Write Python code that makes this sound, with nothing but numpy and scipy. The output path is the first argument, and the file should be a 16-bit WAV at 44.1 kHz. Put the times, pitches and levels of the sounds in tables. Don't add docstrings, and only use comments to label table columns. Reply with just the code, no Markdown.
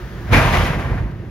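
import sys
import numpy as np
from scipy import signal
from scipy.fft import rfft, irfft, next_fast_len
from scipy.io import wavfile
from scipy.ndimage import uniform_filter1d, minimum_filter1d

SR = 44100
rng = np.random.default_rng(int(sys.argv[2]) if len(sys.argv) > 2 else 0)


def transcribe(u):
    v = np.clip(np.atleast_2d(u).T, -1, 1)
    q = np.round(v * 32767).astype(np.int16)
    wavfile.write(sys.argv[1], SR, q)


N = 57330

# f/Hz, level/dB per Hz
ENGINE_SPECTRUM = [(30, -28.5), (57, -10), (110, -2.5), (175, -16.5), (225, -33.5), (340, -17.5),
                   (430, -33), (1200, -26), (1800, -23.5), (2300, -34.5), (5200, -46), (11000, -60.5),
                   (15000, -66)]
# f/Hz, level/dB, t60/s
ENGINE_TONES = [(57, 0, .3), (130, -8, .25), (175, -5, .4), (345, -15, .15)]
ENGINE_TONES_DB = 3
# t/s, level/dB, extra level above the split/dB
ENGINE_LEVEL = [(0, -33, 0.5), (.1, -33.5, 0), (.2, -31.5, -1.5), (.28, -31.5, -1.5), (.4, -24.5, -9),
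                (1.1, -32.5, -10), (1.3, -34.5, -10.5)]
ENGINE_SPLIT_HZ = 500

# t/s, clatter level/dB, clatter treble level/dB, shudder level/dB
FRAME_SHAKE = [(0.27, -42, -56, -49), (0.308, -31.5, -46.5, -27.5), (0.334, -12.5, -22, -11),
               (0.386, -15, -25.5, -14), (0.396, -16, -28.5, -22.5), (0.516, -22, -32.5, -25.5),
               (0.546, -16.5, -28.5, -20.5), (0.614, -20.5, -32, -29.5), (0.644, -24.5, -33, -22),
               (0.67, -22.5, -32, -28), (0.696, -24.5, -36.5, -20.5), (0.724, -25, -39, -26.5),
               (0.784, -31.5, -45.5, -27.5), (0.798, -27, -40.5, -24), (0.836, -30, -45.5, -34),
               (0.92, -31, -49.5, -24), (0.972, -33, -50.5, -27.5), (0.99, -30.5, -50, -63),
               (1.01, -37.5, -53.5, -26), (1.104, -42, -63, -35.5), (1.116, -43.5, -56, -60.5),
               (1.132, -44, -68, -45.5), (1.166, -48.5, -61, -43.5), (1.2, -48.5, -62, -35)]
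# f/Hz, level/dB per Hz
CLATTER_SPECTRUM = [(350, -11.5), (480, -0.5), (650, 3), (1300, -1), (2300, -4.5), (2700, -8),
                    (4500, -19.5), (7000, -25.5), (11000, -29), (14000, -40), (15000, -61.5)]
# f/Hz, level/dB, t60/s
PLATE_MODES = [(365, -2, .25), (472, -6, .3), (630, 0, .35), (700, -3, .4), (942, -1, .45), (1026, 1, .45),
               (1157, -1, .4), (1427, -2, .4), (1587, 1, .35), (1819, -2, .35), (1966, 1, .25),
               (2120, -2, .35)]
PLATES_DB = -10
KNOCKS_PER_S, KNOCK_TAIL_S = 1500, .0017
KNOCK_SPREAD_DB = 3.5
HISS_SHARE = .79
CLATTER_SPLIT_HZ, TREBLE_TRIM_DB = 2286, 3

# f/Hz, level/dB per Hz
SHUDDER_SPECTRUM = [(30, -16), (50, -1.5), (110, 1.5), (180, -4.5), (230, -3), (300, -5.5), (380, -13),
                    (480, -13)]
SHUDDER_TRIM_DB = 1.5

# t/s, push length/s, then level/dB for each of the four low modes
DECK_BLOWS = [(.293, .038, -45, -26, -10, -26), (.330, .028, -10.5, -34, -34, -30),
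              (.405, .02, -30, -20, -17, -26), (.45, .02, -24, -24, -18, -24),
              (.50, .03, -21, -22, -22, -30), (.555, .03, -15, -22, -22, -30),
              (.59, .02, -22, -19, -20, -26), (.685, .02, -22, -30, -26, -20),
              (.755, .02, -24, -32, -24, -22), (.825, .015, -30, -24, -25, -30),
              (.89, .02, -28, -30, -21, -28), (.935, .02, -25, -24, -32, -26),
              (.98, .02, -30, -24, -24, -32), (1.02, .02, -26, -32, -27, -34),
              (1.10, .02, -40, -29, -30, -34)]
# f/Hz, t60/s
DECK_MODES = [(49, .22), (88, .15), (112, .11), (142, .12)]

# t/s, level/dB
CRASH_HITS = [(0.327, -9.5), (0.533, -27), (0.666, -34)]
# f/Hz, level/dB per Hz
CRASH_SPECTRUM = [(1200, -8), (1600, 0.5), (2000, 2), (2200, -0.5), (2430, 8.5), (2600, -28)]
CRASH_RISE_S, CRASH_T60_S = .012, .25

# f/Hz, level/dB
MID_TONE = [(20, -14), (42, 0.5), (6500, -2), (7400, -6.5), (8100, -58), (9100, -27), (10000, -5),
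            (15000, 6.5)]
# f/Hz, level/dB
WIDE_TONE = [(30, -32), (300, -18), (700, -9.5), (2000, -6.5), (5000, -4.5), (7000, -3), (9000, 5.5),
             (11500, -3), (12600, -39.5)]
# f/Hz, share of the sum added left and taken right
LEAN = [(60, -0.11), (200, -0.14), (500, -0.009), (1500, -0.0093), (2500, 0.34), (6000, .05), (9000, 0)]
# f/Hz, share of the sum, shifted a quarter cycle, added left and taken right
PORT_PHASE = [(60, 0.21), (300, .02), (700, 0.29), (1500, 0.17), (2500, 0.22), (5000, 0.17), (8000, 0)]
CEILING, HOLD_S = .96, .002
TOP_HZ = 15760


def undb(db):
    return 10 ** (np.asarray(db) / 20)


def unit(x):
    return x / np.sqrt(np.mean(x ** 2))


def on_log(table, hz):
    table = np.array(table, float)
    return np.interp(np.log(np.maximum(hz, 1)), np.log(table[:, 0]), table[:, 1])


def shape(x, gain):
    size = next_fast_len(N + 4096)
    hz = np.arange(size // 2 + 1) * SR / size
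    return irfft(rfft(x, size) * gain(hz), size)[..., :N]


def colour(x, table):
    def gain(hz):
        low_edge = np.clip(hz / table[0][0], 0, 1) ** 4
        high_edge = np.clip(table[-1][0] / (hz + 1), 0, 1) ** 4
        return undb(on_log(table, hz)) * low_edge * high_edge
    return shape(x, gain)


def ring(x, modes):
    out = 0
    for hz, db, t60 in modes:
        r = np.exp(-np.log(1000) / (t60 * SR))
        b = [(1 - r * r) / 2, 0, -(1 - r * r) / 2]
        a = [1, -2 * r * np.cos(2 * np.pi * hz / SR), r * r]
        out = out + undb(db) * signal.lfilter(b, a, x)
    return out


def curve(rows, column, before_db=-80):
    rows = np.array(rows, float)
    return np.interp(np.arange(N) / SR, rows[:, 0], rows[:, column], left=before_db)


def engine():
    rumble = unit(colour(rng.standard_normal(N), ENGINE_SPECTRUM))
    tones = unit(ring(rng.standard_normal(N), ENGINE_TONES))
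    idle = rumble + undb(ENGINE_TONES_DB) * tones
    low = shape(idle, lambda f: 1 / (1 + (f / ENGINE_SPLIT_HZ) ** 4))
    high = (idle - low) * undb(curve(ENGINE_LEVEL, 2))
    return undb(curve(ENGINE_LEVEL, 1)) * (low + high)


def clatter():
    struck = rng.random(N) < KNOCKS_PER_S / SR
    knocks = struck * undb(KNOCK_SPREAD_DB * rng.exponential(size=N))
    tails = unit(signal.lfilter([1], [1, -np.exp(-1 / (KNOCK_TAIL_S * SR))], knocks))
    drive = rng.standard_normal(N) * (HISS_SHARE + (1 - HISS_SHARE) * tails)
    plates = unit(ring(drive, PLATE_MODES))
    body = unit(colour(drive, CLATTER_SPECTRUM)) + undb(PLATES_DB) * plates
    low = shape(body, lambda f: 1 / (1 + (f / CLATTER_SPLIT_HZ) ** 8))
    treble = unit(body - low) * undb(curve(FRAME_SHAKE, 2) + TREBLE_TRIM_DB)
    return unit(low) * undb(curve(FRAME_SHAKE, 1)) + treble


def shudder():
    fade = np.clip((1.3 - np.arange(N) / SR) / .04, 0, 1)
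    tremble = unit(colour(rng.standard_normal(N), SHUDDER_SPECTRUM))
    return tremble * undb(curve(FRAME_SHAKE, 3) + SHUDDER_TRIM_DB) * fade


def booms():
    t, out = np.arange(N) / SR, 0
    for start, push, *levels in DECK_BLOWS:
        age = np.maximum(t - start, 0)
        swell = np.sin(np.pi / 2 * np.minimum(age / push, 1))
        for (hz, t60), db in zip(DECK_MODES, levels):
            decay = undb(db - 60 * np.maximum(age - push, 0) / t60)
            out = out + np.sqrt(2) * decay * swell * np.sin(2 * np.pi * hz * age)
    return out


def crash():
    t, swell = np.arange(N) / SR, 0
    for start, db in CRASH_HITS:
        rise = np.clip((t - start) / CRASH_RISE_S, 0, 1)
        fall_db = 60 * np.maximum(t - start - CRASH_RISE_S, 0) / CRASH_T60_S
        swell = swell + rise * undb(db - fall_db)
    return swell * unit(colour(rng.standard_normal(N), CRASH_SPECTRUM))


def scene():
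    centre = booms() + shudder() + clatter() + crash() + engine()
    scattered = shudder() + clatter() + crash() + engine()
    mid = shape(centre, lambda f: undb(on_log(MID_TONE, f)))
    wide = shape(scattered, lambda f: undb(on_log(WIDE_TONE, f)))
    offset = shape(mid, lambda f: on_log(LEAN, f) + 1j * on_log(PORT_PHASE, f))
    side = wide + offset
    return np.array([mid + side, mid - side])


def record(dry):
    span = int(HOLD_S * SR)
    gain = np.minimum(1, CEILING / (np.abs(dry).max(axis=0) + 1e-9))
    held = minimum_filter1d(gain, 2 * span + 1)
    smooth = uniform_filter1d(held, span)
    top_cut = signal.ellip(10, .2, 90, TOP_HZ, fs=SR, output="sos")
    return signal.sosfilt(top_cut, dry * smooth)


dry = scene()
out = record(dry)
transcribe(out)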